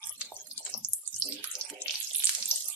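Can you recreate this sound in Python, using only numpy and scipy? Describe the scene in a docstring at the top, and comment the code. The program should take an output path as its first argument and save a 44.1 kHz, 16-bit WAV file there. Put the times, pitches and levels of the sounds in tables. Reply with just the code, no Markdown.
"""Cutlets fry in a metal pan of hot oil under a phone. From the start, steam bubbles burst as short pitched
pops over a fizz of countless tiny bubbles, larger bubbles plop softly, and a spatula drags on the pan in
band-passed strokes of hum, with low bumps of the hand. The pops crowd together past two seconds, and near
the end the blade rings once as a decaying sine. Throughout, echoes in pan and kitchen give a short tail,
and a noise suppressor thins the steady fizz into patches."""
import sys
import numpy as np
from scipy import signal
from scipy.fft import rfft, irfft
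from scipy.io import wavfile
from scipy.ndimage import uniform_filter1d

SR = 44100
rng = np.random.default_rng(int(sys.argv[2]) if len(sys.argv) > 2 else 0)


def unload_audio(sound):
    """Save the sound as a 16-bit wav file, at the path given as the first command line argument."""
    columns = np.transpose(np.atleast_2d(sound))
    # keep every value between -1 and 1, then stretch to whole-number steps
    steps = np.round(np.clip(columns, -1, 1) * 32767)
    wavfile.write(sys.argv[1], SR, steps.astype(np.int16))


N = 121275  # samples, 2.75 s

# All levels are set ahead of the left-right balance, the echoes, the suppressor and the microphone colour.
# Bursting steam bubbles. Each row: start in seconds, level in dB before the low cut, pitch in Hz,
# length in cycles (played as at least 1), left minus right in dB.
STEAM_POPS = [(0.029, -37, 3400, 11.4, 5.5), (0.0398, -29.5, 5670, 8.3, -5), (0.0703, -16.5, 9600, 2, -2.5),
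              (0.0942, -31.5, 9740, 12.7, 22.5), (0.1243, -36, 11700, 28, -8.5),
              (0.2099, -19.5, 7000, 4, -1), (0.2144, -21, 4500, 0.94, 10.5), (0.2161, -24, 4260, 4.9, -4.5),
              (0.3655, -25.5, 6170, 5.1, 0), (.416, -40, 5700, 2.15, -21), (0.47, -27.5, 9300, 1.53, -19),
              (0.5128, -25.5, 4930, 4.2, 3.5), (0.5774, -25, 4540, 4.5, 2), (0.579, -20, 7800, 2.9, 7.5),
              (0.6502, -24, 7500, 11, 5.5), (0.6648, -23.5, 5560, 1.33, -14.5),
              (0.74, -21.5, 5410, 6.7, 9.5), (.7761, -28, 11500, 18, 3), (.848, -15.5, 6640, 4.2, -4),
              (0.8865, -22.5, 10680, 11, 4), (0.9339, -7.5, 9540, 3.25, 1), (0.9662, -34, 8100, 5.5, -7),
              (1.035, -37, 7000, 5.3, -22.5), (1.0765, -18.5, 8640, 4.4, -11.5),
              (1.1431, -25, 6370, 6.7, -8), (1.1628, -18.5, 7230, 2.9, 2), (1.1986, -19, 10280, 8.8, -0.5),
              (1.2221, -15.5, 4970, 6.3, -6.5), (1.2878, -17, 13460, 8, 2.5),
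              (1.3234, -21.5, 4660, 3.16, -7), (1.4427, -17, 5200, 1.48, -6),
              (1.4418, -28.5, 10600, 6.4, -19), (1.444, -34.5, 1353, 5.6, 5.5),
              (1.4735, -25.5, 11060, 10, -3), (1.5145, -18, 8550, 2.9, 3.5), (1.5533, -19, 5840, 3.7, -4),
              (1.6118, -19, 5320, 4.6, -6), (1.6496, -30, 8530, 11.4, -8.5), (1.7, -21, 8550, 2.33, -10.5),
              (1.6991, -24, 3600, 0.43, 2), (1.8196, -18.5, 6900, 3.6, 3.5),
              (1.8598, -26.5, 2880, 4.4, 6.5), (1.8821, -22.5, 4970, 2.04, -19),
              (1.8949, -24.5, 2980, 7, 1.5), (1.9082, -21, 5400, 2.12, -16), (1.9413, -26.5, 3770, 1.9, -7),
              (1.9452, -31, 6120, 12, 8), (1.9555, -22, 4640, 5.1, 2), (2.0018, -27.5, 11230, 7.3, -19.5),
              (2.0108, -34.5, 3570, 2.9, 21), (2.0295, -36.5, 8000, 3.1, -36.5),
              (2.0461, -27.5, 6300, 6.5, -13), (2.0722, -29.5, 5400, 8.5, 6), (2.1097, -31, 3540, 5.3, 4),
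              (2.147, -22.5, 9770, 13, -14), (2.1518, -25.5, 3430, 3.7, 5.5), (2.16, -15, 10770, 6.5, -6.5),
              (2.1824, -15, 11200, 3.5, -1), (2.1957, -22.5, 11250, 14, -6), (2.2011, -26, 3680, 3.4, -3),
              (2.2224, -28.5, 3220, 2.2, 6), (2.2378, -21, 3440, 2.56, -2.5),
              (2.2432, -12.5, 7900, 5.8, -10), (2.2542, -9, 8800, 5.3, -5.5),
              (2.271, -10.5, 5940, 2.2, 1.5), (2.2936, -4.5, 6800, 1, -0.5), (2.3503, -14, 7560, 1.92, -11),
              (2.4263, -18, 5280, 3.36, -4), (2.4574, -17, 8060, 4.1, -8), (2.5047, -28.5, 4070, 4.7, 9.5),
              (2.5126, -10.5, 5710, 4.55, -5), (2.5596, -20, 7900, 5.3, 8.5),
              (2.6829, -24.5, 11200, 16.4, -7.5)]
# Larger bubbles. Each row: start in seconds, level in dB, pitch in Hz.
BUBBLE_PLOPS = [(0.069, -61, 1210), (0.319, -35.5, 688), (0.605, -49.5, 677), (0.675, -47, 1070),
                (0.747, -41, 820), (2.114, -53, 756), (2.53, -48.5, 620)]
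# Swell of the fizz. Each row: time in seconds, level in dB above the split, level in dB below it.
FIZZ_LEVELS = [(0, -46.5, -59), (.2, -50, -63), (.45, -47, -65), (.7, -47.5, -61), (.85, -54, -69),
               (1.25, -45.5, -62.5), (1.4, -50, -56), (1.6, -46.5, -60), (1.78, -51.5, -57.5),
               (1.95, -45, -60.5), (2.25, -44.5, -63), (2.45, -44.5, -58.5), (2.6, -43, -64),
               (2.75, -44.5, -58.5)]
# Relative spectrum of the fizz. Each row: frequency in Hz, density in dB per Hz.
FIZZ_SPECTRUM = [(1000, -66), (1500, -12), (2800, 1), (4700, 5.5), (8400, 11), (12000, -3), (15000, 6)]
# Spatula strokes on the pan. Each row: start in seconds, length in seconds, level in dB,
# centre of the hum in Hz.
SPATULA_STROKES = [(0, 0.17, -67, 1160), (0.207, 0.39, -73.5, 492), (0.591, 0.28, -72, 470),
                   (1.244, 0.28, -56.5, 319), (1.535, 0.25, -62.5, 520), (1.705, 0.054, -52, 286),
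                   (1.722, 0.32, -61, 490), (2.362, 0.11, -66, 655), (2.662, 0.084, -67.5, 960),
                   (2.507, 0.13, -71.5, 590)]
# Resonances of the pan bowl. Each row: frequency in Hz, width in Hz.
BOWL_MODES = [(205, 35), (290, 20), (405, 35), (517, 16), (610, 45), (740, 50), (900, 60), (1200, 80)]
# Relative strength of those resonances, in the same order. Each entry: level in dB.
BOWL_MODE_LEVELS = [-15, -2, -9, -4.5, -6.5, -7, -0.5, -3.5]
# Soft bumps of handling. Each row: start in seconds, length in seconds, level in dB.
HAND_BUMPS = [(0.01, 1, -75), (0.731, 0.24, -60.5), (1.129, 0.37, -65.5), (2.393, 0.14, -68)]
# Relative spectrum of the rumble before its high cut. Each row: frequency in Hz, density in dB per Hz.
RUMBLE_SPECTRUM = [(25, -37), (60, 2.5), (85, 2), (130, -8), (200, -3)]
# Decay of the kitchen tail. Each row: frequency in Hz, time to fall 60 dB in seconds.
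KITCHEN_DECAY = [(500, 0.22), (2600, 0.75), (7000, 0.42), (14000, 0.43)]
# Microphone colour. Each row: frequency in Hz, gain in dB.
MIC_COLOUR = [(20, -30.5), (200, 5.5), (13000, 5), (14300, -14.5), (15700, -16)]

LAG_S, LAG_SPREAD_S = .00008, .00004  # on average the left port hears later
PLOP_CYCLES = 2.44
FIZZ_PER_S, FIZZ_SPREAD_DB, SPLIT_HZ = 3000, 3.6, 3600
STROKE_OCTAVES = 0.73  # half-width of the stroke's band, where its gain falls to 1/e
TING_S, TING_DB, TING_HZ, TING_T60_S = 2.482, -35, 12455, .3
KITCHEN_DB = -3
WALL_DB, WALL_T60_S = -2, .028  # quick echoes inside the bowl of the pan
EDGE_HZ = 15768  # top of the microphone's band


def amp(db):
    """Turns dB into a linear gain."""
    return 10 ** (np.asarray(db) / 20)


def evened(x):
    """Scales a signal to an RMS of 1."""
    return x / np.sqrt(np.mean(x ** 2) + 1e-20)


def read(points, hz):
    """Reads a frequency table, interpolating along log frequency."""
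    f, value = np.transpose(points)
    return np.interp(np.log(hz + 1), np.log(f + 1), value)


def curve(rows, column):
    """Draws a gain envelope through the dB values of one column."""
    rows = np.array(rows)
    return amp(np.interp(np.arange(N) / SR, rows[:, 0], rows[:, column]))


def coloured(x, gain):
    """Filters by a gain given as a function of frequency."""
    spectrum = rfft(x) * gain(np.fft.rfftfreq(x.shape[-1], 1 / SR))
    return irfft(spectrum, x.shape[-1])


def add(mix, s, sound):
    """Lays a sound into the mix at s seconds, cut off at the end of the mix."""
    part = mix[max(round(s * SR), 0):][:len(sound)]
    part += sound[:len(part)]


def hump(length, lean):
    """A smooth swell and fade over length seconds; a lean under 1 peaks early."""
    return np.sin(np.pi * np.linspace(0, 1, round(length * SR)) ** lean) ** 1.46


def bubble(hz, cycles):
    """A bubble rings for a few cycles under a bell of peak 1 that rises faster than it falls."""
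    u = np.arange(int(2.5 * cycles / hz * SR) + 8) / SR * hz / cycles
    bell = np.exp(-((u - .5) / np.where(u < .5, .2, .45)) ** 2)
    return bell * np.sin(2 * np.pi * cycles * u)


def pops():
    """Each burst is a pitched bubble, reaching the two ports at slightly different times and pitches."""
    out = np.zeros((2, N))
    variations = rng.standard_normal((len(STEAM_POPS), 2))
    for (s, db, hz, cycles, pan_db), (lag, bend) in zip(STEAM_POPS, variations):
        for side, sign in enumerate((1, -1)):  # left, right
            at = s + sign * (LAG_S + LAG_SPREAD_S * lag) / 2
            gain = amp(db + sign * pan_db / 2)
            pitch = hz * (1 + 0.046 * sign * bend)
            add(out[side], at, gain * bubble(pitch, max(cycles, 1)))
    return coloured(out, lambda hz: 1 / (1 + (1100 / (hz + 1)) ** 6))  # low cut


def plops():
    """Larger bubbles ring lower, each as one short pitched bubble."""
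    out = np.zeros(N)
    for s, db, hz in BUBBLE_PLOPS:
        add(out, s, amp(db) * bubble(hz, PLOP_CYCLES))
    return out


def fizz():
    """Countless tiny bubbles of all pitches, a few of them large, scattered left and right."""
    happens = rng.random(N) < FIZZ_PER_S / SR
    size = amp(FIZZ_SPREAD_DB * np.minimum(rng.exponential(1, N), 4)) * happens
    kind = rng.integers(0, 48, N)
    out = np.zeros((2, N))
    for k, hz in enumerate(np.geomspace(1000, 15000, num=48)):
        grain = bubble(hz, 5.82)
        # a band of log-spaced pitches widens with frequency, hence sqrt(hz)
        gain = amp(read(FIZZ_SPECTRUM, hz)) * np.sqrt(hz) / np.linalg.norm(grain)
        out[k % 2] += gain * signal.oaconvolve(size * (kind == k), grain)[:N]
    # each side leaks to the other, 4 samples late
    out = out + 0.22 * np.roll(out[::-1], 4, axis=1)
    low = coloured(out, lambda hz: 1 / (1 + (hz / SPLIT_HZ) ** 8))
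    high = out - low
    return curve(FIZZ_LEVELS, 1) * evened(high) + curve(FIZZ_LEVELS, 2) * evened(low)


def pan_hum():
    """Uneven slips of the spatula, noise of wandering level, excite the resonances of the pan bowl."""
    wander = evened(uniform_filter1d(rng.standard_normal(N), 900))
    slips = rng.standard_normal(N) * amp(3 * wander)

    def bowl(hz):
        modes = zip(BOWL_MODES, BOWL_MODE_LEVELS)
        return sum(amp(db) / (1 + (2 * (hz - f) / width) ** 2) for (f, width), db in modes)
    return evened(coloured(slips, bowl))


def strokes():
    """Each drag swells and fades in its own band of the pan hum, over a faint steady hum."""
    hum = pan_hum()
    out = amp(-73.5) * hum
    for s, length, db, centre in SPATULA_STROKES:
        part = hum[round(s * SR):][:round(length * SR)]
        part = coloured(part, lambda f: np.exp(-(np.log2((f + 1) / centre) / STROKE_OCTAVES) ** 2))
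        add(out, s, amp(db) * hump(length, lean=0.49)[:len(part)] * evened(part))
    return out


def ting():
    """The spatula blade rings once as a high sine that decays exponentially."""
    out = np.zeros(N)
    t = np.arange(0, .3, 1 / SR)
    ring = amp(TING_DB - 60 * t / TING_T60_S) * np.sin(2 * np.pi * TING_HZ * t)
    add(out, TING_S, ring * np.minimum(t / 0.0055, 1))  # 5.5 ms fade-in
    return out


def hand_bumps():
    """Handling swells a low rumble of filtered noise, over a faint steady rumble."""
    noise = rng.standard_normal(N)
    rumble = evened(coloured(noise, lambda hz: amp(read(RUMBLE_SPECTRUM, hz)) / (1 + (hz / 230) ** 6)))
    out = amp(-74) * rumble
    for s, length, db in HAND_BUMPS:
        add(out, s, amp(db) * hump(length, lean=0.39) * rumble[round(s * SR):][:round(length * SR)])
    return out


def kitchen(x):
    """Dense quick echoes in the pan, and sparse taps dying band by band; three tails take turns."""
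    out, turn = np.zeros((2, N)), np.arange(N) / SR * 23
    for k in range(3):
        # one tap of random sign in every 20 samples
        taps = np.zeros((2, SR // 2))
        at = np.arange(100, SR // 2 - 20, 20) + rng.integers(0, 20, (2, (SR // 2 - 101) // 20))
        np.put_along_axis(taps, at, rng.choice([-1., 1.], at.shape), 1)
        hz, t, z = signal.stft(taps, SR, nperseg=256)
        decay = amp(-60 * t / read(KITCHEN_DECAY, hz)[:, None])
        tail = signal.istft(z * decay, SR, nperseg=256)[1]
        tail *= amp(KITCHEN_DB) / np.linalg.norm(tail[0])
        walls = rng.standard_normal((2, 2000)) * amp(-60 * np.arange(2000) / SR / WALL_T60_S)
        tail[:, 35:2035] += amp(WALL_DB) * walls / np.linalg.norm(walls[0])
        # the squared shares of the three always sum to 1
        share = np.sqrt(2 / 3) * np.cos(turn + k * np.pi / 3)
        out += signal.fftconvolve(x * share, tail, axes=1)[:, :N]
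    return out


def scene():
    """Mixes bubbles, fizz and spatula with their echoes."""
    balance = amp([[-1.5], [1.5]])  # left, right
    bursts = pops() + balance * plops()
    steady = balance * fizz()
    tool = balance * (strokes() + ting() + hand_bumps())
    return bursts + steady + tool + kitchen(bursts + steady + amp(-2.5) * tool)


def record(dry):
    """The suppressor lowers bands near their usual quiet level; then microphone colour and band limit."""
    z = signal.stft(dry, nperseg=1024, noverlap=768)[2]
    power = (abs(z) ** 2).mean(0)
    power = uniform_filter1d(power, size=5, axis=0)  # smooth across bands
    power = uniform_filter1d(power, size=5, axis=1)  # smooth across time
    quiet = np.percentile(power, 25, axis=1, keepdims=True)
    gain = np.maximum(1 - 1.1 * quiet / (power + 1e-20), amp(-18))  # cuts by 18 dB at most
    gain *= amp(read(MIC_COLOUR, np.fft.rfftfreq(1024, 1 / SR)))[:, None]
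    clean = signal.istft(z * gain, nperseg=1024, noverlap=768)[1][:, :N]
    band_limit = signal.firwin(511, EDGE_HZ, window=("kaiser", 9), fs=SR)
    return signal.oaconvolve(clean, band_limit[None], "same")


dry = scene()
out = record(dry)
unload_audio(out)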